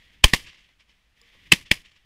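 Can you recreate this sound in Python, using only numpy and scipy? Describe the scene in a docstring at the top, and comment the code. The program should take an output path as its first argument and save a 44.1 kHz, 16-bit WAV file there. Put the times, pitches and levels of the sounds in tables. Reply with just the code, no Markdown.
"""Four shotgun blasts in two quick pairs, close by, over a foggy stubble field.
Each overloads a small camera's microphone, rings briefly at its own pitches, bounces once off
the hunters' hide and scatters through the stalks. Faint echoes return from across the field.
Dry grass and clothing rustle over still air and a low rumble; a gun part ticks, a hunter shifts."""
import sys
import numpy as np
from scipy import signal
from scipy.fft import rfft, irfft
from scipy.io import wavfile

SR = 44100
rng = np.random.default_rng(int(sys.argv[2]) if len(sys.argv) > 2 else 0)


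def store_wav(level_fs):
    """Save 16-bit WAV to argv[1]."""
    pcm = np.round(np.clip(np.atleast_2d(level_fs), -1, 1) * 32767)
    wavfile.write(sys.argv[1], SR, pcm.T.astype(np.int16))


N = 90404

# low mids of a blast (frequency [Hz], relative density [dB])
BARK_SPECTRUM = [(100, -12), (250, -2.5), (370, 0), (470, -7.5), (570, -3.5), (760, -8.5), (950, -3),
                 (1120, -0.5), (1300, -14.5), (2000, -20.5), (8000, -46)]


def undb(db):
    """Decibels to gain."""
    return 10 ** (np.asarray(db) / 20)


def clock(start_s=0):
    """Seconds since start_s, per sample."""
    return np.arange(N) / SR - start_s


def noise(spectrum):
    """Unit-rms noise shaped by (frequency [Hz], relative density [dB]) points."""
    hz, db = np.array(spectrum).T
    bins_hz = np.maximum(np.arange(N // 2 + 1) * SR / N, 1)
    gain = undb(np.interp(np.log(bins_hz), np.log(hz), db))
    x = irfft(rfft(rng.standard_normal(N)) * gain, N)
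    return x / x.std()


def flicker(depth_db, rate_hz):
    """Randomly wandering gain."""
    steps = rng.standard_normal(4096)
    return undb(depth_db * np.interp(clock() * rate_hz, np.arange(len(steps)), steps))


def burst(peak_s, rise_s, fade_s, hold_s=0):
    """Envelope: exponential rise to peak_s, hold, exponential fade."""
    t = clock(peak_s)
    return np.exp(np.minimum(t, 0) / rise_s - np.maximum(t - hold_s, 0) / fade_s)


def ring(start_s, hz, fade_s):
    """Damped sine."""
    t = np.maximum(clock(start_s), 0)
    return np.sin(2 * np.pi * hz * t) * np.exp(-t / fade_s)


def curve(points):
    """Gain along (time [s], level [dB]) points."""
    return undb(np.interp(clock(), *np.array(points).T))


def field():
    """Still air and a faint low rumble that swells and sinks."""
    # air and rumble spectra (frequency [Hz], relative density [dB])
    air_spectrum = [(20, -2), (55, -2.5), (100, -12.5), (180, -16), (320, -25.5), (900, -24), (1400, -23.5),
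                    (2000, -21), (3100, -21.5), (4200, -27.5), (8000, -36), (15000, -43)]
    rumble_spectrum = [(20, 3), (55, 2.5), (100, -4.5), (180, -9), (300, -15.5), (700, -42.5), (2000, -68)]
    # rumble envelope (time [s], level [dB])
    rumble_level = [(0, -67), (.22, -60.5), (.46, -52.5), (.56, -80), (.65, -74), (.8, -75.5), (1.1, -76.5),
                    (1.4, -63.5), (1.59, -49), (1.68, -64), (1.78, -55.5), (1.85, -70), (2.05, -76)]
    return undb(-67.5) * noise(air_spectrum) + curve(rumble_level) * noise(rumble_spectrum)


def rustle():
    """Grass and clothing rub as the hunters swing their guns."""
    # rustle spectrum (frequency [Hz], relative density [dB])
    spectrum = [(150, -9), (500, -14), (800, -18.5), (1100, -13), (1400, -16), (1900, 1), (2600, -3.5),
                (3300, -1), (4000, -11), (5200, -14), (8000, -25), (15000, -31)]
    # rustle envelope (time [s], level [dB])
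    level = [(0, -59.5), (.17, -61.5), (.23, -68.5), (.7, -67.5), (.78, -84), (.97, -71.5), (1.14, -79.5),
             (1.18, -63), (1.30, -61), (1.48, -56.5), (1.53, -69), (1.82, -70), (2.05, -70.5)]
    return curve(level) * noise(spectrum) * flicker(depth_db=1.5, rate_hz=80)


def gust(start_s, length_s):
    """Slow pressure wave of the muzzle gas: a push, then a longer suction."""
    u = np.maximum(clock(start_s), 0) / length_s
    return u * (1 - u / 2) * np.exp(-u)


def scatter_envelope(peak_s, rise_s):
    """Scatter off the stalks: a fast fade, plus a slow one ending at the edge of the near ground."""
    reach_s, edge_s = 0.12, 0.008
    edge = (1 - np.tanh((clock(peak_s) - reach_s) / edge_s)) / 2
    early = burst(peak_s, rise_s, fade_s=0.012)
    late = undb(-14) * edge * burst(peak_s, rise_s, fade_s=0.045)
    return early + late


def shots():
    """Muzzle blasts: crack, two rings, bark, thump and gust; a bounce off the hide; stubble scatter."""
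    # blasts (time [s], crack [dB], rise [s], hold [s], lower ring [Hz], lower ring [dB],
    #   upper ring [Hz], upper ring [dB], bark [dB], thump [dB], thump [Hz], gust gain [dB],
    #   gust length [s], bounce delay [s], bounce crack [dB], bounce thump [dB], scatter [dB])
    blasts = [(.2411, 0, 0.00088, .0028, 2266, -5.5, 3194, -1.5, -13.5, -15.5, 210, 11, .0037, 0.0062, -14, -27.5, -17.5),
              (0.3356, -8.5, .0004, 0.001, 1869, -2.5, 3470, -10, -17.5, -8.5, 180, -10, 0.0033, 0.011, -21.5, -31.5, -21),
              (1.5204, -1.5, .0009, 0.0043, 2626, 1.5, 3046, -8.5, -20, -15, 190, -8, 0.0016, .0148, -15.5, -10, -20.5),
              (1.7147, -5.5, 0.00089, 0.00072, 2346, -5.5, 3370, -8.5, -23, -9.5, 150, -19.5, .0030, 0.0082, -25.5, -16, -27.5)]
    # crack and stubble scatter spectra (frequency [Hz], relative density [dB])
    crack_spectrum = [(150, -12.5), (500, -14.5), (750, -22.5), (1050, -12), (1300, -22), (1500, -19),
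                      (1850, -1), (2600, -1.5), (3400, -2.5), (4100, -10.5), (4900, -9.5), (6000, -17),
                      (8000, -17), (12000, -28.5), (16000, -32.5)]
    scatter_spectrum = [(60, -2.5), (200, -4), (400, -11), (750, -16.5), (1100, -11.5), (1400, -16.5),
                        (1900, -1.5), (3100, -2.5), (4000, -8.5), (5000, -7.5), (7000, -14), (11000, -17),
                        (16000, -28)]
    crack_fade_s, bark_fade_s, thump_fade_s, bounce_fade_s = 0.0018, 0.0052, 0.0045, 0.004
    gust_delay_s, scatter_delay_s = 0.0025, 0.002
    reflection_rise_s, thump_lead_s = 0.0021, 0.0044
    crack = noise(crack_spectrum)
    bark = noise(BARK_SPECTRUM)
    scatter = noise(scatter_spectrum) * flicker(depth_db=2.5, rate_hz=300)
    out = np.zeros(N)
    for (at_s, crack_db, rise_s, hold_s, lower_hz, lower_db, upper_hz, upper_db, bark_db, thump_db,
         thump_hz, gust_db, gust_s, delay_s, bounce_db, bounce_thump_db, scatter_db) in blasts:
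        phase_per_hz = 2 * np.pi * clock(at_s)
        rings = undb(lower_db) * np.sin(lower_hz * phase_per_hz)
        rings += undb(upper_db) * np.sin(upper_hz * phase_per_hz)
        out += (undb(crack_db) * crack + rings) * burst(at_s, rise_s, crack_fade_s, hold_s)
        out += undb(bark_db) * bark * burst(at_s, rise_s, bark_fade_s, hold_s)
        out += undb(thump_db) * ring(at_s, thump_hz, thump_fade_s)
        out += undb(gust_db) * gust(at_s + gust_delay_s, gust_s)
        bounce_s = at_s + delay_s
        out += undb(bounce_db) * crack * burst(bounce_s, reflection_rise_s, bounce_fade_s)
        out += undb(bounce_thump_db) * ring(bounce_s - thump_lead_s, thump_hz, thump_fade_s)
        out += undb(scatter_db) * scatter * scatter_envelope(at_s + scatter_delay_s, reflection_rise_s)
    return out


def echoes():
    """Dull, smeared returns of the shots from rough ground and distant trees."""
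    # returns (time [s], level [dB], rise [s], fade [s], low mids [dB])
    returns = [(0.472, -44, .022, 0.039, -64.5), (0.532, -53.5, .003, 0.01, -59.5),
               (.582, -57, .02, 0.048, -68), (.645, -64.5, .005, 0.01, -89),
               (.692, -65.5, .005, 0.035, -68), (.804, -55, .006, 0.017, -73.5),
               (.893, -58.5, .006, 0.033, -66), (1.58, -45.5, 0.004, 0.0093, -69),
               (1.615, -47, .006, 0.0028, -76), (1.662, -49.5, .010, 0.033, -75),
               (1.774, -46.5, .004, .008, -72.5), (1.807, -55, 0.0043, 0.0035, -79),
               (1.859, -50.5, 0.011, 0.024, -74), (1.918, -60, .004, .012, -75),
               (1.965, -59.5, 0.017, .022, -82)]
    # echo spectrum (frequency [Hz], relative density [dB])
    spectrum = [(100, -6), (200, -7.5), (350, -18), (600, -17.5), (780, -24), (1140, -12), (1400, -16),
                (1900, -1.5), (3000, 1), (3900, -8.5), (5200, -11), (8000, -23.5), (15000, -42)]
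    level = sum(undb(db) * burst(at_s, rise_s, fade_s) for at_s, db, rise_s, fade_s, _ in returns)
    low_level = sum(undb(db) * burst(at_s, rise_s, fade_s=0.0042) for at_s, _, rise_s, _, db in returns)
    smear = level * noise(spectrum) + low_level * noise(BARK_SPECTRUM)
    return smear * flicker(depth_db=2, rate_hz=220)


def gun_tick():
    """A gun part ticks once and rings in its modes."""
    # modes (frequency [Hz], level [dB], t60 [s])
    modes = [(470, -64.5, 0.27), (1150, -66.5, 0.19), (5040, -46.5, 0.011), (7110, -49, .008),
             (9820, -57.5, 0.0076), (14400, -60, 0.0063)]
    at_s = 1.2153
    return sum(undb(db) * ring(at_s, hz, t60_s / np.log(1000)) for hz, db, t60_s in modes)


def scuff():
    """Soft scuff as a hunter shifts his weight."""
    # scuff spectrum (frequency [Hz], relative density [dB])
    spectrum = [(60, -2.5), (180, -1.5), (300, -8), (500, 2.5), (650, -4), (850, -9), (1100, -1),
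                (1500, -14), (6000, -35)]
    return undb(-64.5) * noise(spectrum) * burst(peak_s=1.35, rise_s=0.021, fade_s=0.03)


def scene():
    """All sources at one microphone."""
    return (shots() + echoes() + rustle() + gun_tick() + scuff() + field())[None]


def record(dry):
    """The camera clips the blasts just under full scale, then cuts the top."""
    ceiling, cutoff_hz = 0.93, 15600
    lowpass = signal.ellip(12, 0.1, 80, cutoff_hz, fs=SR, output="sos")
    return signal.sosfilt(lowpass, np.clip(dry, -ceiling, ceiling))


dry = scene()
out = record(dry)
store_wav(out)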